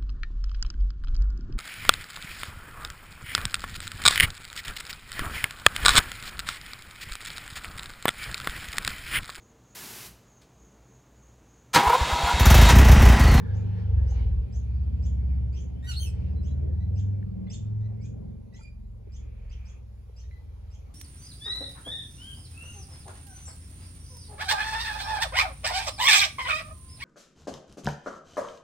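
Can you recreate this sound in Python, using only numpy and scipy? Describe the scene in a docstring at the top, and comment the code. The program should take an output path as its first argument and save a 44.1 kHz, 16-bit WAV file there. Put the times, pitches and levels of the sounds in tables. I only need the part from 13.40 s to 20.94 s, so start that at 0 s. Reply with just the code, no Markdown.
"""A distant engine-like drone throbs, slows, pulls up again and eases off, while a sparrow chirps twice a
second in a sunny garden. A parrot-like bird squawks once, soft whistles come and go, and far birds call.
The drone is engine firings smeared by an exhaust pipe; each bird sings with a vibrating membrane, and
fences and walls add a short echo. A few small knocks ring nearby, air and leaves hiss, a soft rush
fades at the start and a thin hiss swells near the end."""
import sys
import numpy as np
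from scipy import signal
from scipy.fft import rfft, irfft, next_fast_len
from scipy.io import wavfile
from scipy.ndimage import uniform_filter1d

SR = 44100
rng = np.random.default_rng(int(sys.argv[2]) if len(sys.argv) > 2 else 0)


def master(y):
    """Save y as 16-bit WAV."""
    cut = np.clip(np.atleast_2d(y).T, -1, 1)
    pcm = np.round(cut * 32767)  # scale
    wavfile.write(sys.argv[1], SR, pcm.astype(np.int16))


N = 332514
TIME = np.arange(N) / SR
TREBLE_LIMIT_HZ = 15900


def engine():
    """Repeated firings make harmonics: tones at whole multiples of the engine's cycle rate."""
    # engine cycles per second: t/s, f/Hz
    speed = [(0, 24.3), (.23, 25.1), (.42, 25.3), (.6, 22.8), (.9, 17.5), (1.13, 15.3), (1.27, 16.3),
             (1.42, 16.6), (1.55, 15.8), (2.45, 17.1), (3.5, 19.55), (4.91, 22.45), (5.33, 22.4),
             (5.65, 21.6), (6.25, 21.2), (6.45, 20.6), (6.95, 19.8), (7.54, 19.2)]
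    hz = curve(speed)[0]
    phase = 2 * np.pi * np.cumsum(hz) / SR
    tone = exhaust_drone(hz, phase) + engine_overtones(hz, phase)
    return np.sqrt(2) * tone * signal.windows.tukey(N, .002)


def exhaust_drone(hz, phase):
    """The exhaust pipe delays harmonics 2 to 6 differently, smearing the beats into a drone."""
    # strength of the drone: t/s, level/dB
    loudness = [(0, -38.5), (.13, -24.5), (0.401, -29.5), (.57, -19), (.7, -23.5), (1.03, -22), (1.09, -44),
                (1.17, -25.5), (1.239, -30.5), (1.349, -26), (2.001, -24.5), (2.359, -35.5), (2.68, -28.5),
                (3.2, -27), (3.72, -26.5), (3.88, -34.5), (4.1, -39), (4.25, -29.5), (4.42, -29),
                (4.6, -36.5), (4.95, -40.5), (5.17, -71), (5.3, -44.5), (5.5, -42), (5.66, -47),
                (5.73, -41.5), (6.15, -36), (6.42, -45.5), (6.6, -43.5), (6.76, -49), (6.88, -39), (7, -47),
                (7.1, -39.5), (7.18, -45), (7.32, -40), (7.54, -47.5)]
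    # where the drone is strongest: t/s, f/Hz, sharpness Q (higher is narrower)
    centre = [(0, 92.3, 1.3), (.35, 104, 1.8), (.57, 76.8, 1.3), (.85, 67.9, 1.2), (1.031, 63.4, 1.8),
              (1.4, 74.5, 3.6), (2.1, 69.3, 3.6), (2.75, 76.7, 2.7), (3.15, 72.8, 3.84), (3.751, 97.4, 4.2),
              (4.05, 85.6, 1.5), (4.3, 106.7, 3.3), (4.85, 103, 1.1), (5.4, 54, 0.9), (6.1, 52.8, 1.8),
              (6.85, 71.9, 3), (7.54, 69.7, 5.5)]
    # weight of the lowest notes: f/Hz, gain/dB
    bass = [(31, -12), (38, -2.5), (44, 4), (62, 6.5), (76, 0), (87, -1.5), (98, 1.5), (109, 4.5),
            (122, -9), (140, -12.5)]
    drone_db = curve(loudness)[0]
    centre_hz, q = curve(centre)
    harmonic_hz = np.arange(2, 7)[:, None] * hz
    weights = gain_of(read(bass, harmonic_hz))
    # harmonics near the centre get more of the power
    shares = weights / (1 + (q * (harmonic_hz / centre_hz - centre_hz / harmonic_hz)) ** 2)
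    shares /= np.linalg.norm(shares, axis=0)
    idle = gain_of(-55.5) * weights  # a quiet hum that always remains
    levels = np.hypot(gain_of(drone_db) * shares, idle)
    wander_db = np.interp(drone_db, [-45, -30], [2.4, .9])  # less steady at idle
    levels = [level * gain_of(wander_db * waver(N, 4)) for level in levels]
    out = np.zeros(N)
    for k, level in enumerate(levels, 2):
        pipe_shift = .5 * k ** 2
        out += level * np.cos(k * phase + pipe_shift + .2 * wander_db * waver(N, 3))
    return out


def engine_overtones(hz, phase):
    """Uneven firing makes higher harmonics, which follow the load and pass through the silencer."""
    # harmonics 7 to 16: gain/dB
    overtones = [3.5, -9.5, -4.5, -3, -11.5, -10.5, -15, -8.5, -14.5, -9.5]
    # how hard the engine works: t/s, level/dB
    load = [(0, -42), (.35, -42), (.56, -44.5), (.75, -44.5), (1.2, -42.5), (1.9, -37.5), (2.35, -46),
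            (3.05, -40), (4.1, -40.5), (4.47, -47), (4.85, -42), (5.1, -54.5), (6.2, -58.5), (6.5, -67.5),
            (7.54, -65)]
    # where the overtones get a lift: t/s, f/Hz
    centre = [(0, 164), (.33, 181), (0.481, 134.4), (0.851, 199.4), (1.5, 150), (2.7, 134), (3.2, 132.5),
              (3.6, 197), (4.1, 191.4), (4.7, 155.5), (5.2, 212.5), (7.54, 190)]
    # what the silencer lets through: f/Hz, gain/dB
    silencer = [(90, 2), (130, -5), (152, -10.5), (180, -2), (205, -4), (255, -2), (280, -5), (400, -17.5)]
    lift_db, lift_width_hz, flutter_db = 4.5, 28, 3.5
    load_db, centre_hz = curve(load)[0], curve(centre)[0]
    out = np.zeros(N)
    for k, db in enumerate(overtones, 7):
        nearness = np.exp(-((k * hz - centre_hz) / lift_width_hz) ** 2)
        level_db = load_db + db + lift_db * (nearness - .5) + read(silencer, k * hz)
        level_db += flutter_db * waver(N, 3.9)
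        out += gain_of(level_db) * np.cos(k * phase + 2 * np.pi * rng.random())
    return out


def engine_roar():
    """Deep, distant noise rises and falls around the drone."""
    # tone colour: f/Hz, relative level/dB
    colour = [(20, -11), (45, 13.5), (90, 16.5), (160, 8), (260, 6), (360, 4), (470, -1), (600, -6),
              (850, -15.5), (1200, -25), (2000, -27), (5000, -55)]
    # strength of the roar: t/s, level/dB
    loudness = [(0, -40), (.5, -48), (.72, -41), (1.15, -48.5), (1.9, -42), (2.45, -47), (2.85, -42.5),
                (3.3, -43), (3.75, -46), (4.85, -48), (5.4, -55.5), (6.2, -52), (6.5, -55.5), (7.54, -54.5)]
    return wash(colour, curve(loudness), patchy_db=2.5)


def sparrow():
    """Each chirp swells in a whistled upward sweep, turns over with a rasp and stops."""
    # chirps: t/s, rise time/s, start f/Hz, top f/Hz, level/dB, first harmonic's gain/dB, roughness 0-1
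    chirps = [(.131, 0.04, 2420, 3480, -58, -16, 0.2), (0.667, 0.041, 2434, 3320, -52.5, -18, 0.2),
              (1.121, 0.043, 2465, 3390, -51, -10, 0.11), (1.621, 0.043, 2285, 3450, -52, -6.5, 0.07),
              (2.122, 0.052, 2260, 3170, -55, 3, 0.4), (2.174, 0.04, 2650, 3480, -52.5, -14.5, 0),
              (3.027, 0.046, 2390, 3420, -56.5, 0, 0.2), (3.553, 0.046, 2410, 3460, -53.5, -1, .25),
              (4.097, .043, 2400, 3660, -42, -4, 0.09), (4.609, 0.048, 2290, 3450, -55, -7, 0),
              (5.134, .035, 2410, 3470, -55.5, -3, 0.26), (5.717, 0.049, 2354, 3410, -54, -5.5, 0.04),
              (6.094, 0.033, 2217, 3110, -56, 5, 0.08), (6.249, 0.049, 2320, 3390, -57, -4, 0.42),
              (6.76, 0.043, 2420, 3110, -52.5, -7, 0), (7.302, 0.047, 2360, 3240, -57.5, -4, 0.2)]
    # what the throat and beak let through: f/Hz, gain/dB
    beak = [(2000, -1), (3400, 0), (3950, -8), (4550, 1), (7800, 1), (8500, -11), (11000, -11)]
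    out = np.zeros(N)
    for start, rise, start_hz, top_hz, db, first_db, rise_rough in chirps:
        progress = np.arange(0, 1.45, 1 / (rise * SR))  # 1 is the top of the sweep
        release = np.maximum(progress - 1.05, 0)
        height = np.minimum(progress ** 1.15, 1) - .68 * release
        turning = np.clip((progress - .7) / .4, 0, 1)
        size = len(progress)
        hz = (start_hz + (top_hz - start_hz) * height) * (1 + .014 * waver(size, 150))
        # the beak opens with the pitch and lets the first harmonic out
        lowest_db = first_db + 4 * (height - .6)
        third_db = -2.5 - 19 * height
        tone = bird_voice(hz, rise_rough + .36 * turning, [lowest_db - 8, 0, third_db, -33])
        husky_edge = bird_voice(hz, rough=.85, harmonics_db=[lowest_db - 2, -7])
        tone += (.7 + .5 * turning) * husky_edge
        swell_db = -5 * np.maximum(1 - progress / .6, 0) - 29 * release
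        level_db = db + swell_db + .51 * waver(size, 60)
        add(out, start, tone * gain_of(level_db) * signal.windows.tukey(size, .2))
    return irfft(rfft(out) * gain_of(read(beak, np.fft.rfftfreq(N, 1 / SR))), N)


def squawk():
    """The parrot's voice jumps between four notes, harsh at the breaks and brighter with effort."""
    # one list of points per note: t/s, f/Hz, level/dB, roughness 0-1
    notes = [
        [(2.422, 1805, -67, 0.4), (2.447, 1873, -55, 0.3), (2.465, 1923, -53.5, .15), (2.49, 1880, -61.5, .2)],
        [(2.466, 1514, -58, .3), (2.493, 1478, -43, 0.07), (2.513, 1439, -46, .22), (2.524, 1372, -49, 0.5),
         (2.54, 1370, -60, .4)],
        [(2.53, 3706, -44.5, .8), (2.556, 4060, -46.5, 0.7), (2.572, 4260, -34, .1), (2.583, 4360, -31.5, 0.1),
         (2.592, 4420, -47, 0.2)],
        [(2.588, 3230, -48.5, 0.07), (2.607, 3170, -44, 0.03), (2.625, 3167, -40, .16),
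         (2.648, 3000, -44.5, 0.3), (2.657, 2880, -50, 0.4), (2.664, 2660, -47, .12), (2.68, 2663, -48.5, .12),
         (2.696, 2440, -58, 0.2)],
    ]
    # one row per note, from the first harmonic up: gain/dB
    colours = [
        [5, 0, -9, -7, -12, -14, -16],
        [-1, 4.5, 1.5, -.5, -5, -3.5, -10.5, -15, -14, -16],
        [0, -11, -19],
        [0, -2.5, -1.5, -7, -16],
    ]
    rasp_band = signal.butter(3, [2300, 4300], "bandpass", fs=SR, output="sos")
    out = np.zeros(N)
    for note, colour in zip(notes, colours):
        times, *columns = np.transpose(note)
        t = np.arange(times[0], times[-1], 1 / SR)
        hz, db, rough = (np.interp(t, times, column) for column in columns)
        hz *= 1 + .011 * waver(len(t), 170)
        tilt_db_per_khz = .02 * (db - db.max())  # quieter moments are duller
        harmonics_db = [h + tilt_db_per_khz * k * hz / 1000 for k, h in enumerate(colour)]
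        noise = evened(signal.sosfilt(rasp_band, rng.standard_normal(len(t))))
        rasp = gain_of(-4.5) * rough ** 2 * noise
        voice = bird_voice(hz, rough, harmonics_db) + rasp
        add(out, times[0], gain_of(db) * voice * signal.windows.tukey(len(t), .15))
    return out


def whistles():
    """Short, quiet bird whistles glide, tremble, level off and fade."""
    # whistles: t/s, length/s, start f/Hz, end f/Hz, level/dB,
    # harmonic number where the tone peaks, gain per harmonic away from it/dB, roughness 0-1
    glides = [(1.783, .05, 1910, 2270, -65, 1, -16, .3), (1.884, 0.072, 2480, 2134, -65, 1, -18, 0.3),
              (2.343, .091, 2910, 3420, -68, 1, -24, 0), (2.952, 0.076, 4050, 4040, -70, 1, -26, 0.08),
              (3.074, 0.062, 3800, 3960, -68.5, 1, -23, 0.06),
              (3.395, 0.058, 1890, 2037, -59.5, 1.36, -9, .25),
              (3.576, .025, 4850, 5010, -63.5, 1, -23, .05), (4.063, .05, 2024, 2270, -61, 1, -14.5, 0.5),
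              (4.078, 0.034, 3425, 3460, -58, 1, -23, 0.06), (4.134, 0.014, 4380, 4360, -53, 1, -34, .1),
              (4.403, 0.069, 1822, 2010, -64.5, 0.79, -6, 0.4),
              (4.57, .12, 1964, 2540, -66.5, 1, -17.5, 0.08),
              (5.121, 0.074, 1900, 2100, -55, 0.59, -8.5, 0.31),
              (5.185, 0.061, 2376, 2425, -59.5, 1.7, -4.5, 0.07),
              (5.226, 0.071, 2372, 2392, -56.5, 1.04, -9.5, 0.14),
              (6.81, .025, 4380, 4350, -67, 1, -25, 0.2), (6.829, 0.048, 1840, 1904, -68, 1, -5.5, 0.4),
              (6.901, 0.088, 2020, 1998, -58, 1, -15, 0.06)]
    out = np.zeros(N)
    for start, length, start_hz, end_hz, db, strongest, slope_db, rough in glides:
        size = int(length * SR)
        progress = np.linspace(0, 1, size)
        glide = np.sin(progress ** 1.2 * np.pi / 2)
        hz = (start_hz + (end_hz - start_hz) * glide) * (1 + .007 * waver(size, 57))
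        tone = bird_voice(hz, rough, slope_db * abs(np.arange(1, 5) - strongest))
        fade_db = -5 * progress + 3.5 * waver(size, 55)
        add(out, start, gain_of(db + fade_db) * tone * signal.windows.tukey(size, .4))
    return out


def knocks():
    """Each knock rings at two pitches that die quickly; the lower it is, the softer it starts."""
    # knocks: t/s, f/Hz, level/dB, time to fade by 60 dB/s
    hits = [(.721, 797, -38.5, .03), (3.828, 1740, -44, .011), (5.191, 890, -54.5, 0.09),
            (5.21, 1350, -53, .069), (5.672, 384, -37, 0.029), (5.686, 320, -44, 0.052),
            (6.697, 410, -36.5, 0.014), (6.912, 2050, -42.5, 0.0066)]
    out, t = np.zeros(N), np.arange(SR // 10) / SR
    for start, hz, db, fade_s in hits:
        decay, phase = gain_of(-60 * t / fade_s), 2 * np.pi * hz * t
        overtone = gain_of(-11.5) * decay ** 2 * np.sin(1.6 * phase)  # dies twice as fast
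        attack = 1 - np.exp(-t * hz / .48)
        add(out, start, gain_of(db) * (decay * np.sin(phase) + overtone) * attack)
    return out


def far_birds():
    """Hoarse calls from beyond the garden rise and fall in pitch and loudness together."""
    # calls: t/s, length/s, top f/Hz, level/dB
    calls = [(1.263, .2, 4600, -79), (1.769, 0.18, 4950, -86), (3.283, .1, 4400, -80.5)]
    out = np.zeros(N)
    for start, length, top_hz, db in calls:
        arch = np.sin(np.linspace(0, np.pi, int(length * SR)))
        hz = top_hz * (1 - .13 * (1 - arch))
        add(out, start, arch * bird_voice(hz, rough=.8, harmonics_db=[db]))
    return out


def leaves():
    """Leaves hiss with the breeze and swell in a few short rustles."""
    # tone colour: f/Hz, relative level/dB
    colour = [(300, -7.5), (600, 3), (850, 5), (1150, -4.5), (1600, -6), (2400, -2), (3200, -6),
              (3900, -11.5), (4700, -9), (6500, -23), (10000, -31), (16000, -44.5)]
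    # the breeze dies down and returns: t/s, level/dB
    breeze = [(0, -61.5), (1.1, -67), (4, -74.5), (5.5, -80), (6.6, -74), (7.54, -69.5)]
    # single rustles: peak t/s, half length/s, level/dB
    rustles = [(0.396, 0.034, -58.5), (0.79, 0.063, -56.5), (2.838, 0.084, -63)]
    power = gain_of(curve(breeze)[0]) ** 2
    for peak_s, half_length, db in rustles:
        power += gain_of(db) ** 2 * np.exp(-((TIME - peak_s) / half_length) ** 2)
    return np.sqrt(power) * wash(colour, level_db=0, patchy_db=2.6)


def rush():
    """A soft rush holds briefly and dies away."""
    # tone colour: f/Hz, relative level/dB
    colour = [(300, 1), (450, 18.5), (650, -4), (870, 2), (1150, -10.5), (1650, -3), (2100, -14),
              (2800, -20), (4000, -23), (8000, -46.5)]
    start_db, hold_s, fade_db_per_s = -47.5, .33, 19.5
    return wash(colour, start_db - fade_db_per_s * np.maximum(TIME - hold_s, 0), patchy_db=4)


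def far_hiss():
    """A thin, far-off hiss grows until it is cut off."""
    # tone colour: f/Hz, relative level/dB
    colour = [(500, -8), (1700, -1), (2100, 1.5), (2400, 6.5), (2650, 2), (2850, -7), (3200, -4),
              (3900, -16), (4700, -12), (8000, -32), (16000, -49)]
    start_s, stop_s, fade_s, growth_db_per_s = 5.6, 6.43, .099, 11.5
    gate = np.clip(np.minimum(TIME - start_s, stop_s - TIME) / fade_s, 0, 1)
    return gate * wash(colour, -65 - growth_db_per_s * abs(stop_s - TIME), patchy_db=1.2)


def air():
    """Still air hisses faintly behind everything."""
    # tone colour: f/Hz, relative level/dB
    colour = [(100, 12), (600, 5.5), (1200, 5), (2400, -15.5), (3800, -6.5), (6000, -8), (8000, -8),
              (11000, -10), (15000, -13), (16000, -27.5)]
    # strength of the hiss: t/s, level/dB
    loudness = [(0, -72), (3, -73), (5.3, -74), (7.1, -68.5)]
    return wash(colour, curve(loudness), patchy_db=3)


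def garden(sound, direct_db, tail_db, early_db):
    """Adds early echoes from ground and fences, and a tail that fades faster in the treble."""
    # length of the tail: f/Hz, time to fade by 60 dB/s
    fade_times = [(500, .45), (2000, .36), (4000, .33), (7000, .26), (10000, .2), (15000, .17)]
    shape = (2, SR * 2 // 3)
    bounces = rng.choice([-1., 1.], shape) * (rng.random(shape) < .08)
    hz, t, spectrum = signal.stft(bounces, SR, nperseg=256)
    spectrum *= gain_of(-60 * t / read(fade_times, hz)[:, None]) * (1 - np.exp(-t / .01))
    tail = signal.istft(spectrum, SR, nperseg=256)[1]
    t = np.arange(tail.shape[1]) / SR
    early = rng.standard_normal(tail.shape) * (rng.random(tail.shape) < .03)
    early *= np.exp(-t / .018) * (t > .004)
    echoes = sum(gain_of(db) * part / np.linalg.norm(part, axis=1, keepdims=True)
                 for db, part in [(tail_db, tail), (early_db, early)])
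    return gain_of(direct_db) * sound + signal.fftconvolve(sound[None], echoes, axes=1)[:, :N]


def bird_voice(hz, rough, harmonics_db):
    """A membrane in the throat whistles; when rough, its pitch and loudness shake into a rasp."""
    shaky_hz = hz * (1 + .056 * rough * waver(len(hz), 500))
    phase = 2 * np.pi * np.cumsum(shaky_hz) / SR
    tone = sum(gain_of(db) * np.cos(k * phase) * (k * hz < TREBLE_LIMIT_HZ)
               for k, db in enumerate(harmonics_db, 1))
    return np.sqrt(2) * tone * (1 + rough * waver(len(hz), 940))


def wash(colour, level_db, patchy_db):
    """Stereo noise with a given tone colour and level, in drifting patches."""
    # how alike left and right are: f/Hz, likeness 0-1
    likeness = [(100, 0.76), (350, 1), (550, 0.17), (780, 0.4), (1000, 0.3), (1400, 0), (2000, 1),
                (2800, 0), (5800, 0.1), (6600, 0.2), (7300, 0.9), (8300, .95), (14000, 1)]
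    hz = np.fft.rfftfreq(2048, 1 / SR)
    a, b, c, d, patches = rng.standard_normal((5, N // 512 + 5, len(hz)))
    patches = uniform_filter1d(patches, size=8, axis=0)  # smooth over time
    patches = evened(uniform_filter1d(patches, size=16, axis=1))  # and over frequency
    same = np.clip(read(likeness, hz), 0, 1)
    left = a + 1j * b
    right = same * left + np.sqrt(1 - same ** 2) * (c + 1j * d)
    spectrum = np.array([left, right]) * gain_of(read(colour, hz) + patchy_db * patches)
    noise = signal.istft(spectrum.transpose(0, 2, 1), nperseg=2048, noverlap=1536)[1][:, :N]
    return evened(noise) * gain_of(level_db)


def waver(size, hz):
    """A random wobble of typical size 1, at rates up to about hz."""
    f = np.fft.rfftfreq(size, 1 / SR)
    return evened(irfft(rfft(rng.standard_normal(size)) / (1 + (f / hz) ** 4), size))


def gain_of(db):
    """Turns decibels into a multiplier."""
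    return 10 ** (np.asarray(db) / 20)


def evened(x):
    """Scales a signal to an average power of 1."""
    return x / np.sqrt(np.mean(x ** 2) + 1e-20)


def read(points, hz):
    """Looks up rows (f/Hz, value) at hz, with octaves evenly spaced."""
    f, value = np.transpose(points)
    return np.interp(np.log(hz + 1), np.log(f + 1), value)


def curve(rows):
    """Joins rows (t/s, values) with straight lines, one signal per value column."""
    times, *columns = np.transpose(rows)
    return np.array([np.interp(TIME, times, column) for column in columns])


def add(mix, start_s, sound):
    """Mixes a sound in at its start time."""
    part = mix[max(round(start_s * SR), 0):][:len(sound)]
    part += sound[:len(part)]


def scene():
    """Birds a little to the right, over the engine and the air."""
    birds = garden(sparrow(), direct_db=-11.5, tail_db=-13.5, early_db=-15)
    birds += garden(squawk(), direct_db=-5.5, tail_db=-15.5, early_db=-8)
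    birds += garden(whistles(), direct_db=-5, tail_db=-12, early_db=-8.5)
    birds += garden(far_birds(), direct_db=-10, tail_db=-2, early_db=-8)
    birds *= gain_of([[-.9], [.9]])
    return birds + air() + engine() + engine_roar() + far_hiss() + leaves() + rush() + knocks()


def record(dry):
    """Shifts the left and right waves apart for width, then cuts the highest treble."""
    # how far the left channel leads the right: f/Hz, phase/radians
    phase_lead = [(0, 0), (80, .2), (150, .9), (290, 3), (600, 7.2), (850, 12.8), (1200, 14.5),
                  (1380, 17.2), (2000, 17.3), (2400, 18.6), (2950, 20.7), (3200, 22), (3800, 24.8),
                  (4600, 25.2), (5200, 27.4), (6100, 31.2), (7100, 30.3), (7800, 28.4), (9000, 28.2),
                  (10300, 25.2), (11700, 25.1), (12600, 22), (14300, 21.9), (14800, 18.9)]
    size = next_fast_len(N + SR // 10)
    lead = np.interp(np.fft.rfftfreq(size, 1 / SR), *np.transpose(phase_lead))
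    wide = irfft(rfft(dry, size) * np.exp(.5j * np.array([lead, -lead])), size)[:, :N]
    lowpass = signal.firwin(511, TREBLE_LIMIT_HZ, window=("kaiser", 9), fs=SR)
    return signal.oaconvolve(wide, lowpass[None], "same")


dry = scene()
out = record(dry)
master(out)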